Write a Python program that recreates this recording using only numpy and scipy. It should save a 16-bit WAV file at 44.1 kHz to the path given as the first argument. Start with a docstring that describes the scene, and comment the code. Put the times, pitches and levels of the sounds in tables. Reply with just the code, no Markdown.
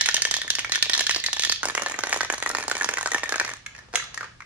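"""Hard, bright clacks come first: a paint can is shaken at the open back of a van, over an echo already ringing.
Each clack is a short push of the ball, with a crack and shiver, heard through the modes of the can.
Turned in the hand, the can knocks duller; then small taps and scrapes set it down. Filtered slaps, splats
and froth make the paint. The can lies a little right of the stereo microphones; noise tails echo as the bare
cargo bay; shaped noise and a sine make the faint outdoor rumble, air and hum."""
import sys
import numpy as np
from scipy import signal
from scipy.fft import rfft, irfft, next_fast_len
from scipy.io import wavfile

SR = 44100
rng = np.random.default_rng(int(sys.argv[2]) if len(sys.argv) > 2 else 0)


def materialize(psi):
    """Save the field psi as 16-bit PCM at rate SR to the path in sys.argv[1].

    A 1-D psi becomes a single channel; in a 2-D psi each row is a channel.
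    """
    bounded = np.clip(np.atleast_2d(psi).T, -1, 1)
    quanta = np.round(bounded * 32767).astype(np.int16)
    wavfile.write(sys.argv[1], SR, quanta)


N = 196641

SIZE = 4096  # samples in one contact
HZ = np.fft.rfftfreq(SIZE, 1 / SR)
LEAD_S = 0.001835  # a short swell of noise before each hit
TURN_S = 1.58  # the hand turns the can
TYPICAL_DB = -10.5  # strength of a typical blow

# the ball hits the can: (start time [s], strength [dB], dome ring [dB], nominal dome pitch [Hz],
# dullness [dB], nominal shell pitch [Hz], nominal wall pitch [Hz], extra crack [dB])
BLOWS = [(0.009, -5.5, -25.5, 1830, -0.5, 3600, 1110, 2), (0.058, -11, -24.5, 1860, -4, 3840, 1090, 5.5),
         (0.086, -4, -19.5, 1804, 5, 3750, 990, 1.5), (0.142, -5.5, -49, 1750.0, 3, 3770, 700, 8),
         (0.165, -8, -26.5, 1800, -1.5, 3920, 1070.0, -5), (0.219, -8, -30, 1800, -2.5, 4470, 1050.0, 4.5),
         (0.25, -6, -21.5, 1760, 3, 3080, 1100, 2), (0.31, -6, -35, 1950, 3, 3880, 764, 3.5),
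         (0.339, -8, -23.5, 1860, 0.5, 3440, 980.0, 3.5), (0.365, -10, -40, 1970, 1.5, 4470, 730, 2),
         (0.415, -14.5, -30, 1830, -3, 3740, 1050.0, 3), (0.477, -27.5, -31, 1740, -4, 4230, 1090.0, 25),
         (0.501, -8, -27.5, 1830, -4.0, 3600, 930, 2), (0.551, -13.5, -33, 1940, -6, 4670, 880.0, 3),
         (0.584, -12, -33, 2180, 5.0, 3480, 870, 3), (0.591, -14.5, -29, 1800, -3.5, 2940, 770.0, 9.5),
         (0.645, -18, -25.5, 1794, 5.5, 3750, 1010.0, 16), (0.694, -19, -38.5, 1850, 4, 4930, 890, 17),
         (0.719, -6, -28, 1910, 0.5, 4200, 826, -1.5), (0.736, -19, -30.5, 1850, -6, 3150, 1000.0, -4),
         (0.747, -11.5, -29, 2060, -0.5, 3420, 1010, 1), (0.755, -9, -24, 1760, -1, 3500, 1090, 2.5),
         (0.824, -3.5, -22.5, 1836, -1, 3830, 720, -1.5), (0.895, -7, -24.5, 1830, 3, 3400, 840, 4),
         (0.932, -9.5, -28.5, 1860, -6.5, 4340, 1050.0, -7),
         (0.938, -8.5, -34, 1860, -2.5, 3900.0, 1070.0, -3),
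         (0.948, -12.5, -29, 1740, -1.5, 3480, 1080.0, 9), (0.976, -10, -35, 1640, 1, 4660, 1070.0, 6),
         (0.992, -4.5, -37, 1820, 1.5, 3630, 790, -7), (1.006, -7, -26, 1730, 4.5, 3570, 910, 4.5),
         (1.066, -11, -29, 1830, -6, 4260, 920.0, 2), (1.093, -4.5, -22.5, 2020, 5.5, 3080, 1070, -2),
         (1.108, -9, -25.5, 1800, -1, 3770, 1110, 3), (1.145, -10.5, -37, 1600, -3.5, 4600, 990, -19),
         (1.16, -5.5, -38, 2030, 4.5, 4050, 870, -13), (1.198, -24.5, -53, 1770, -13.5, 4850, 960.0, -12),
         (1.238, -19.5, -27, 1920, -8.5, 3550, 1110, 13), (1.261, -9.5, -34, 1920, -4.5, 4600, 960, -2),
         (1.283, -42, -29.5, 1870, 16.5, 3680.0, 960, 2), (1.329, -7.5, -33, 1720, 1, 4130, 920, 2.5),
         (1.366, -14, -36, 1800, 3.5, 3360, 795, 4), (1.394, -8.5, -33, 2150, -1, 4150, 855, 2),
         (1.42, -16.5, -33, 1840, -6, 3570, 1010.0, 10), (1.434, -9.5, -29.5, 1760, -3, 3900, 1080, 0),
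         (1.448, -7.5, -25, 1906, 1, 3600, 1090, 3.5), (1.495, -2.5, -42, 1510, 1.5, 4480, 730, -29),
         (1.521, -7.5, -27.5, 1740, 0, 4100, 1010, -0.5), (1.63, -8, -24.5, 1415, -2, 3950, 1090, -3),
         (1.642, -20, -33, 1580, -4, 4300, 950, -3), (1.653, -7, -40, 1570, -1.5, 4650, 815, 3),
         (1.684, -12, -31.5, 1700, -3, 4760, 940, 1.5), (1.697, -12.5, -28, 1700, -2.5, 3560, 1030.0, -12),
         (1.749, -9, -28.5, 2000, -1, 3070, 880, 5), (1.776, -10.5, -24, 2260, 4, 3340, 1120, 4),
         (1.795, -24, -37, 2050, 3, 3470.0, 900.0, 4), (1.819, -14, -33, 1490, 1.5, 3860, 830, 9),
         (1.86, -6.5, -26, 1720, -2, 4600, 1050, -8), (1.896, -19.5, -33, 1840, -3, 3344, 760.0, 3),
         (1.911, -26, -36, 1810, 0, 3540, 980, 4), (1.94, -36, -29, 1860, -1, 3730.0, 1010.0, 7),
         (1.988, -10.5, -40, 1490, 2, 4040, 910, 6), (2.035, -5, -25.5, 1640, -3, 4480, 1060, -6.5),
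         (2.069, -15.5, -32, 1870, 0, 3720.0, 830, 3.5), (2.093, -20, -40, 1780, -4.5, 3180, 910.0, 2),
         (2.105, -22, -41, 1970, -7, 3500, 960, -8), (2.126, -4, -22, 1800, 2, 4740, 1190, 1),
         (2.141, -11, -48, 1820, -1.5, 3800, 980, 1), (2.16, -13.5, -44.0, 1410.0, 2.5, 3570.0, 804, 4),
         (2.172, -18, -53, 1600.0, -1.5, 3920.0, 740.0, 5),
         (2.206, -4.5, -21.5, 1540, -3, 4300.0, 1100, -10), (2.23, -14.5, -28.5, 1900, -1, 4230, 920, 1),
         (2.299, -6.5, -22.5, 1764, 0.5, 3060, 1000, 0), (2.323, -18.5, -34, 1700, -1.5, 4570, 1080.0, 8),
         (2.336, -11.5, -36, 1480, 0, 3250, 900, -6), (2.379, -20, -45, 1870, -4, 4160, 910, 1),
         (2.424, -9.5, -27.5, 1890, -2.5, 4180, 900, -2), (2.46, -13, -23.5, 1880, 4, 3920, 1100, 7),
         (2.472, -15, -41, 1860, -1, 3940, 880, -2), (2.49, -23, -51, 1660, -6, 3560, 1000.0, 9.5),
         (2.499, -15.5, -29.5, 1470, 1.5, 4160, 990, -9), (2.548, -5, -25.5, 1760, 0, 5140, 960, -4),
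         (2.583, -13, -31, 1840, -1, 4240, 800, 0), (2.597, -24, -35, 1850, -4, 4060, 800.0, 1),
         (2.625, -20, -33, 1750, -5.5, 4460, 1040.0, -2), (2.679, -7, -45, 1420, -2.5, 4400, 790, -1),
         (2.712, -4.5, -23, 1520, -1.5, 4000, 1060, -4), (2.751, -16.5, -30, 2320, -2, 4260, 840.0, 1.5),
         (2.778, -22, -46, 1790, -5, 4300, 950, 2), (2.785, -23, -41, 1770, -4.5, 3660.0, 1040.0, -3),
         (2.809, -16.5, -20, 1810, -1.5, 3970, 1060, 1.5), (2.82, -19.5, -43, 1800, 1, 4400, 950, -3.5),
         (2.843, -5.5, -35, 1780, -2.5, 4400, 920, 1), (2.888, -5, -24, 1765, 0, 4700, 1020.0, -0.5),
         (2.936, -15, -30, 1770, -2, 3080, 1000, 6), (2.97, -14.5, -26, 1900, 1.0, 4630, 1100, 2),
         (2.982, -14, -26, 1500, -1.5, 4670, 1030, 2), (3.009, -13, -40, 1630.0, -0.5, 4070, 870, 3.5),
         (3.058, -6.5, -25, 1556, -0.5, 4700, 1040, -4), (3.081, -45, -32.5, 1440, 3, 3700, 1130, -7),
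         (3.116, -14, -24.5, 1970, -3.5, 3580, 800, 4.5), (3.144, -6, -19, 1745, -0.5, 2770, 874, 0.5),
         (3.159, -24, -42, 1530, 6, 4170.0, 955, -4), (3.18, -19, -32, 2170, -1.5, 3960, 870.0, 2),
         (3.232, -10.5, -26.5, 1840, -0.5, 3320, 1010, -5),
         (3.256, -37, -31.0, 1740, -7, 3420.0, 1080.0, 2), (3.276, -35, -39, 1710, -2, 3590.0, 1120.0, -5),
         (3.291, -12.5, -30, 1780, -5.5, 3700, 950.0, 0), (3.321, -7, -24, 1620, -1.5, 4630, 1040, -4),
         (3.34, -28, -25.5, 1700, 7, 3870, 1100, 6), (3.357, -11.5, -31, 1550, -1.5, 4440, 850, 2),
         (3.397, -7, -19, 1770, -5.5, 4500, 1100.0, -2.5), (3.41, -24, -28.5, 1540, 9.5, 3780.0, 980, -5),
         (3.447, -13.5, -34, 2020, -3, 4200, 860.0, -1), (3.476, -22.5, -32.5, 1730, -2, 4070, 1060, 0),
         (3.489, -26.5, -34, 1780, 2, 4020.0, 1000, 2), (3.513, -27.5, -37.5, 1690, -5, 3150.0, 950, -3),
         (3.557, -57, -45, 1750, -4, 3550, 1080.0, 1)]
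# how strongly the paint churns: (time [s], level [dB])
CHURNING = [(0.0, -46), (0.19, -49), (0.42, -46.5), (0.67, -51), (0.89, -46.5), (1.15, -47.5), (1.48, -58),
            (1.87, -35), (2.13, -40), (2.49, -41.5), (2.67, -38.5), (3.34, -41.5), (3.54, -43),
            (3.63, -54.5), (3.83, -47), (3.91, -57), (4.02, -40), (4.12, -44.5), (4.25, -38.5), (4.37, -60),
            (4.46, -59)]
# the can's wall, strongest mode first: (centre [Hz], nominal width [Hz], relative level [dB])
WALL_MODES = [(1000, 820, -3.5), (434, 393, -5), (1230, 990, -4)]
# the domed base, struck at its centre: (centre [Hz], nominal width [Hz], relative level [dB])
DOME_MODES = [(1825, 106, 4.5), (1473, 102, -6.5), (2320, 234, -6.5)]
# the steel shell, strongest mode first: (centre [Hz], nominal width [Hz], relative level [dB])
SHELL_MODES = [(3900, 1200, 4), (2680, 2000, -9), (4440, 800, -11.5)]
# high modes at the point of contact: (centre [Hz], nominal width [Hz], relative level [dB])
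CONTACT_MODES = [(6110, 1650, 4), (6430, 1200, 0.5), (9010, 1220, -3.5), (13400, 460, -20),
                 (15700, 440, -56)]
# the bare snap of ball on steel: (centre [Hz], nominal width [Hz], relative level [dB])
SNAP_MODES = [(5300, 1320, 1), (2940, 1230, -3), (12000, 890, -20)]


def amp(db):
    """Decibels to gain."""
    return 10 ** (np.asarray(db) / 20)


def unit(x):
    """Scale to rms 1."""
    return x / np.sqrt(np.mean(np.abs(x) ** 2) + 1e-20)


def along(points, hz):
    """(Hz, value) points read on a log frequency axis."""
    f, v = np.transpose(points)
    return np.interp(np.log(hz + 1), np.log(f + 1), v)


def filtered(x, response):
    """x times a response of frequency."""
    m = next_fast_len(N + SR // 2)
    spectrum = rfft(x, m) * response(np.fft.rfftfreq(m, 1 / SR))
    return irfft(spectrum, m)[..., :N]


def coloured(x, spectrum):
    """x shaped by (Hz, dB) points, at rms 1."""
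    return unit(filtered(x, lambda hz: amp(along(spectrum, hz))))


def noise(side_db):
    """White stereo noise, from mono to fully unrelated sides (0 dB)."""
    mid, side = rng.standard_normal((2, N))
    return mid + amp(min(side_db, 0)) * np.array([side, -side])


def add(out, s, sound):
    """Mix a sound in at a time."""
    room = out[..., max(round(s * SR), 0):][..., :SIZE]
    room += sound[..., :room.shape[-1]]


def causal(gain):
    """The minimum-phase response with this gain: it rings only after the blow."""
    cepstrum = irfft(np.log(np.maximum(gain, 1e-6)))
    cepstrum[1:SIZE // 2] *= 2
    cepstrum[SIZE // 2 + 1:] = 0
    return np.exp(rfft(cepstrum))


def retuned(modes, first_hz, damping=1):
    """Shift a group of modes so that its first lies at a pitch; damping widens them."""
    return [(hz * first_hz / modes[0][0], width * damping, db) for hz, width, db in modes]


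def resonances(modes, detune, vary_db):
    """Gain of a group of modes; each point of impact shifts and weights them anew."""
    power = 0
    for hz, width, db in modes:
        centre = hz + detune * min(width, hz / 2) * rng.uniform(-1.33, 1)
        off = (HZ ** 2 - centre ** 2) / (width * (HZ + 1))
        mode_power = amp(db + vary_db * rng.normal()) ** 2
        power = power + mode_power / (1 + off ** 2) / (1 + (off / 1.13) ** 2)
    return np.sqrt(power)


def bending(delay_ms, corner_hz):
    """Low bending waves travel slowly, so each knock chirps downward, more so the farther they run."""
    scatter = 0.449  # how much the chirp differs from blow to blow
    delay_s = delay_ms / 1000 * np.exp(scatter * rng.normal())
    return np.exp(-2j * np.pi * delay_s * corner_hz * np.arctan(HZ / corner_hz))


def bounces(db, window_s, count=4):
    """A contact followed by a few, usually weaker, at chance moments, which make its colour ragged."""
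    late, size = rng.random(count), rng.standard_normal(count)
    delays = np.exp(-2j * np.pi * np.outer(window_s * (0.0962 + late), HZ))
    return 1 + amp(db) * size @ delays


def strike(parts, levels, shiver_db, shiver_t60, apart_db, rise_s):
    """Faint noisy swell, then sharp push with tiny bounces, crack and brief shiver, through groups of modes."""
    t = np.arange(SIZE) / SR
    treble = HZ / (HZ + 1500)  # shell modes crowd in the treble
    common, *own = rng.standard_normal((3, SIZE))
    crack = amp(-1.0 - 60 * t / 0.00043)
    fade = (amp(-60 * t / shiver_t60) + crack) * (1 - np.exp(-t / rise_s))
    shiver = unit(rfft((common + amp(apart_db) * np.array(own)) * fade))
    swell = unit(rfft(rng.standard_normal(SIZE) * t * (t < LEAD_S)))
    blow = bounces(db=-16, window_s=0.0054) + amp(shiver_db) * shiver * treble
    drive = amp(-10.5) * swell * treble + blow * np.exp(-2j * np.pi * HZ * LEAD_S)

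    # before radiation, each level is the rms over a hundredth of a second
    span = SR / 100
    power, drive_power = 0, np.mean(np.abs(drive) ** 2, axis=0)
    for modes, db in zip(parts, levels):
        gain = resonances(modes, detune=0.37, vary_db=1.5)
        power = power + span * (amp(db) * gain) ** 2 / np.mean(gain ** 2 * drive_power)
    radiated = HZ ** 2 / np.sqrt(HZ ** 4 + 222 ** 4)  # the small can gives off little below 222 Hz
    response = causal(np.sqrt(power) * radiated)
    return irfft(drive * response * bending(delay_ms=1.646, corner_hz=466))


def outdoors(rumble_db, air_db, hum_db, hum_hz):
    """Far rumble and airy hiss are shaped noise; the hum of some machine is a steady sine."""
    # spectrum of the far rumble: (frequency [Hz], relative level [dB])
    rumble_colour = [(15, -28), (35, 0), (60, 4.5), (110, 2), (170, -2), (300, -13), (600, -32),
                     (1200, -33), (3000, -55)]
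    # spectrum of the hiss: (frequency [Hz], relative level [dB])
    air_colour = [(400, 6.5), (800, 5), (1150, 10.5), (2000, -1), (5000, 3), (10000, -10), (16000, -58)]
    hum = np.sqrt(2) * np.sin(2 * np.pi * hum_hz * np.arange(N) / SR)
    air = coloured(rng.standard_normal((2, N)), air_colour)
    rumble = coloured(noise(-12.5), rumble_colour)
    return amp(rumble_db) * rumble + amp(air_db) * air + amp(hum_db) * hum


def earlier_echo(db, t60):
    """The bay is already ringing from earlier shakes at the start: coloured noise that dies away."""
    colour = [(300, -11), (1200, -28), (1770, 12), (2400, -0.5), (3600, -1), (6500, -9), (9000, -30), (15000, -50)]
    return amp(db - 60 * np.arange(N) / SR / t60) * coloured(noise(0), colour)


def cargo_bay(x, count=16):
    """The van's steel bay answers with decaying noise tails, which crossfade in turn as the can moves."""
    # decay of the bay: (frequency [Hz], time to fall 60 dB [s])
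    bay_decay = [(200, 0.12), (600, 0.084), (1500, 0.36), (4000, 0.49), (7000, 0.35), (14000, 0.12)]
    # strength of the bay's answer: (frequency [Hz], echo level [dB])
    bay_level = [(150, -33), (500, -10), (1000, -13), (1800, -7), (3300, 0), (5000, -7), (6500, -6),
                 (9000, -10.5), (14000, -5.5)]
    wet, places = np.zeros((2, N)), np.linspace(0, N, count)
    for share in np.eye(count):
        hz, t, z = signal.stft(rng.standard_normal((2, SR * 3 // 4)), SR, nperseg=256)
        alike = np.sinc(hz / 2600)[:, None]  # long waves reach both microphones alike
        mid, side = z[0] * np.sqrt(1 + alike), z[1] * np.sqrt(1 - alike)
        fade = amp(-60 * t / along(bay_decay, hz)[:, None]) * (1 - np.exp(-t / 0.00042))
        fade = fade / np.sqrt(np.mean(fade ** 2, axis=1, keepdims=True))
        shaped = np.array([mid + side, mid - side]) * fade * amp(along(bay_level, hz))[:, None]
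        tail = signal.istft(shaped, SR, nperseg=256)[1]
        sent = x.mean(0) * np.sqrt(np.interp(np.arange(N), places, share))
        wet += signal.oaconvolve(sent[None], tail / np.sqrt(tail.size), axes=1)[:, :N]
    return wet


def placed(x, lag_ms):
    """A little to the right: sound reaches the left microphone later and, at most pitches, weaker."""
    # difference between the microphones: (frequency [Hz], right over left [dB])
    right_over_left = [(250, 1.5), (1000, 1), (2000, -0.8), (4000, 2.5), (7000, 3.5), (12000, -2)]
    wrap_hz = 14200  # long waves wrap around the microphones and lag more; here the lag has halved
    sides = np.array([[-.5], [.5]])

    def response(hz):
        lag_s = lag_ms / 1000 / (1 + hz / wrap_hz)
        return np.exp(2j * np.pi * hz * lag_s * sides) * amp(along(right_over_left, hz) * sides)

    return filtered(x, response)


def paint(slap_db, spread_db, splat_db, froth_db, slaps_per_s, count=200):
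    """Paint slaps the can's ends at set times; more slaps at chance moments, splats and froth follow the churning."""
    # spectrum of sloshing paint: (frequency [Hz], relative level [dB])
    slosh = [(100, -38), (270, -5.5), (480, -0.5), (1000, -3), (1600, 0), (2500, -5), (6000, -18),
             (16000, -66)]
    # soft low knocks at set times: (time before the lead delay [s], level [dB], spectrum centre [Hz])
    timed_slaps = [(0.106, -60, 1070.0), (0.177, -44, 1050.0), (0.197, -51, 890.0), (0.385, -50.5, 830.0),
                   (0.535, -54, 1216), (0.671, -56, 1200), (1.038, -50, 1200), (2.25, -48, 1010),
                   (2.915, -52, 1100), (0.774, -47, 1180.0), (0.857, -47, 1050), (0.965, -48, 875),
                   (1.468, -47.5, 865), (1.643, -49, 910.0), (1.668, -44, 564), (1.828, -46, 675),
                   (1.84, -56, 550.0), (1.873, -49, 1230.0), (2.047, -44.5, 910), (2.186, -55, 560.0),
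                   (2.635, -47, 820.0), (2.725, -44, 1060), (2.859, -45, 570.0)]
    slosh_hz = 915  # the centre of the slosh spectrum
    last_blow_s = BLOWS[-1][0]

    def slap(pitch):
        colour = causal(amp(along(slosh, HZ / pitch)))
        ragged = bounces(db=-8, window_s=0.0061)
        return unit(irfft(colour * ragged * bending(delay_ms=2.68, corner_hz=591)))

    chance, splats, timed = np.zeros(N), np.zeros(N), np.zeros(N)
    for k, (late, size, pitch) in enumerate(rng.random((count, 3))):
        s = (k + late) / slaps_per_s
        if s < last_blow_s:
            add(chance, s, amp(slap_db - spread_db * size) * slap(.85 + .5 * pitch))
    for s, db, hz in timed_slaps:
        add(timed, s + LEAD_S, amp(db) * slap(hz / slosh_hz))
    splats[(rng.random(count) * last_blow_s * SR).astype(int)] = rng.random(count) ** 2
    splats = unit(signal.fftconvolve(splats, slap(0.66))[:N])
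    froth = coloured(rng.standard_normal((2, N)), slosh)
    churn = amp(np.interp(np.arange(N) / SR, *np.transpose(CHURNING)))
    return timed + churn * (chance + amp(splat_db) * splats + amp(froth_db) * froth)


def put_down():
    """Taps and short scrapes as the can comes to rest; surface and rim ring, the hand damps the dome."""
    # lowering, landing and the ball rolling to rest: (start time [s], surface thud [dB],
    # wall knock [dB], dome ring [dB], rim clack [dB], nominal dome pitch [Hz], shiver swell [s])
    landing_taps = [(3.555, -70, -61, -48, -66, 1700, .001), (3.661, -76, -44, -33.5, -38.5, 2163, 0.00071),
                    (3.748, -64, -56, -42, -53, 1780, .0002), (3.761, -70, -58, -49, -52, 1800, 0.00056),
                    (3.778, -62, -61, -51, -55, 1760, .0005), (3.787, -71, -50, -42.5, -51, 1850, 0.00049),
                    (3.884, -52, -70, -66, -68, 1700, .001), (3.928, -55, -54, -49, -50, 1700, .001),
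                    (3.936, -33.5, -49, -37, -44, 1710, .0003), (3.945, -30.5, -54, -37, -39, 1700, 0.0011),
                    (3.954, -41, -32.5, -25.5, -20.5, 2160, 0.00034),
                    (3.972, -40, -37, -34, -36.5, 1680, .002), (3.996, -52, -43, -29.5, -50, 1770, 0.00026),
                    (4.022, -53, -41, -41, -50, 1330, .0005), (4.038, -50, -44, -48, -43, 1400, 0.00055),
                    (4.142, -57, -45, -43, -38, 1990, 0.00046), (4.174, -50, -38.5, -29, -39, 1680, .0002),
                    (4.207, -46, -39, -30.5, -45, 1600, 0.0002), (4.228, -56, -36, -37, -52, 1360, .0002),
                    (4.241, -54, -42, -38, -50, 1580, .001), (4.403, -73, -43, -39.5, -54, 1680, 0.00019),
                    (4.419, -66, -47, -43, -58, 1940, .0005)]
    # the surface under the can: (centre [Hz], nominal width [Hz], relative level [dB])
    surface = [(512, 40, 2.5), (931, 26, 1), (565, 730, -7)]
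    # the stiff rim that it lands on: (centre [Hz], nominal width [Hz], relative level [dB])
    rim = [(1630, 67, 10.5), (1920, 61, 8), (2210, 42, -7), (2440, 290, -8), (4000, 2300, 2),
           (5570, 740, -7)]
    wall = retuned(WALL_MODES[:1], first_hz=1137, damping=0.62)
    out = np.zeros((2, N))
    for s, thud, knock, ring, clack, dome_hz, swell_s in landing_taps:
        dome = retuned(DOME_MODES, dome_hz, damping=2.7)
        parts = surface, wall, dome, rim, CONTACT_MODES
        levels = thud, knock, ring, clack, clack - 0.5
        add(out, s, strike(parts, levels, shiver_db=8.5, shiver_t60=0.026, apart_db=1.5, rise_s=swell_s))
    return out


def chatter(db, spread_db, soonest_s, window_s, shell_hz, scatter, count=6):
    """After each end-on blow the ball skitters along the steel in small, clean, bright ticks."""
    out = np.zeros((2, N))
    for s, strength, *_ in BLOWS:
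        if s >= TURN_S:
            continue
        for late, size, spot in rng.random((count, 3)):
            level = strength + db - spread_db * size
            parts = retuned(SHELL_MODES, shell_hz * np.exp(scatter * (spot - .5))), SNAP_MODES
            levels = level + 0.5, level - 1.5
            tick = strike(parts, levels, shiver_db=-6, shiver_t60=.003, apart_db=10, rise_s=.00005)
            add(out, s + soonest_s + window_s * late, tick)
    return out


def grazes(db, spread_db, follow, soonest_s, window_s):
    """The ball rebounds and glances off the wall, harder after a hard blow and as the paint churns more."""
    # a glancing hit, relative to its level: (wall knock [dB], dome ring [dB], clack [dB], tick [dB])
    glance = (8, 6, 1.5, 10)
    parts = WALL_MODES, DOME_MODES, SHELL_MODES, CONTACT_MODES
    out = np.zeros((2, N))
    for (s, strength, *_), (late, size) in zip(BLOWS, rng.random((len(BLOWS), 2))):
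        churn_db = np.interp(s, *np.transpose(CHURNING))
        level = churn_db + db - spread_db * size + follow * (strength - TYPICAL_DB)
        graze = strike(parts, level + np.array(glance), shiver_db=29.0, shiver_t60=0.0062,
                       apart_db=-6.5, rise_s=.0001)
        add(out, s + soonest_s + window_s * late, graze)
    return out


def ball():
    """The ball flies from end to end: grip and force share each blow among the can's modes."""
    # how a blow divides before the turn; rows are wall knock, steel clack, contact tick, snap, base ring:
    # (level re strength [dB], level added per dB of extra force [dB/dB])
    end_on = [(-27.5, -.5), (-16, 0.16), (-22, 1), (-22, -0.02), (-25, -0.74)]
    # the same rows and columns after the turn
    turned = [(-17.5, -0.3), (-26, -0.17), (-22.5, -0.21), (-29.5, 0.1), (-46, -0.21)]
    # the whole base rings on at one nominal pitch: (centre [Hz], nominal width [Hz], relative level [dB])
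    base_modes = [(1786, 39, 0)]
    out = np.zeros((2, N))
    for s, strength, ring, dome_hz, dull, shell_hz, wall_hz, crack in BLOWS:
        grip, tick_hz, damping = (end_on, 6010, 1.74) if s < TURN_S else (turned, 6480, 1.5)
        force = strength - TYPICAL_DB
        knock, clack, tick, snap, base = (strength + db + growth * force for db, growth in grip)
        # a softer landing trades clack for knock
        knock, clack, tick = knock + dull, clack - dull, tick - dull + crack
        wall, dome = retuned(WALL_MODES, wall_hz), retuned(DOME_MODES, dome_hz, damping)
        shell, contact = retuned(SHELL_MODES, shell_hz), retuned(CONTACT_MODES, tick_hz)
        parts = wall, dome, shell, contact, SNAP_MODES, base_modes
        levels = knock, ring, clack, tick, snap, base
        # clacks shiver more than knocks, but the hardest blows are the cleanest
        shiver_db = 4.0 + np.tanh((clack - knock) / 8) - 0.08 * force + 2.5 * rng.normal()
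        add(out, s, strike(parts, levels, shiver_db, shiver_t60=.023, apart_db=3.5, rise_s=.00012))
    return out


def scene():
    """The shaken can and its setting down, with the van's echo and the outdoor floor."""
    # the can held low feeds the bay another colour: (frequency [Hz], gain [dB])
    low_colour = [(300, -1), (1500, 3), (2400, -1.5), (3300, -3), (4200, -1), (5500, 2), (9000, -0.5)]
    shaking = ball()
    shaking += grazes(db=0.5, spread_db=14.5, follow=0.25, soonest_s=0.0055, window_s=0.018)
    shaking += paint(slap_db=-7.5, spread_db=31, splat_db=-8.5, froth_db=-7, slaps_per_s=26)
    shaking += chatter(db=-26, spread_db=21.5, soonest_s=0.0051, window_s=0.033, shell_hz=4650, scatter=0.63)
    resting = put_down()
    direct = placed(shaking, lag_ms=0.098) + placed(resting, lag_ms=0.086)
    low_down = filtered(resting, lambda hz: amp(along(low_colour, hz)))
    bay = cargo_bay(amp(-1.3) * shaking + amp(1.0) * low_down)
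    echo = placed(bay, lag_ms=0.031) + earlier_echo(db=-30.5, t60=1.0)
    return direct + echo + outdoors(rumble_db=-56.5, air_db=-59.0, hum_db=-63.0, hum_hz=118.3)


def record(dry):
    """The recorder rounds off the highest peaks; its treble falls away toward its band limit."""
    top_hz, rolloff_hz = 16200, 14800
    held = dry / (1 + (dry / .95) ** 6) ** (1 / 6)
    return filtered(held, lambda hz: (hz < top_hz) / np.sqrt(1 + (hz / rolloff_hz) ** 20))


dry = scene()
out = record(dry)
materialize(out)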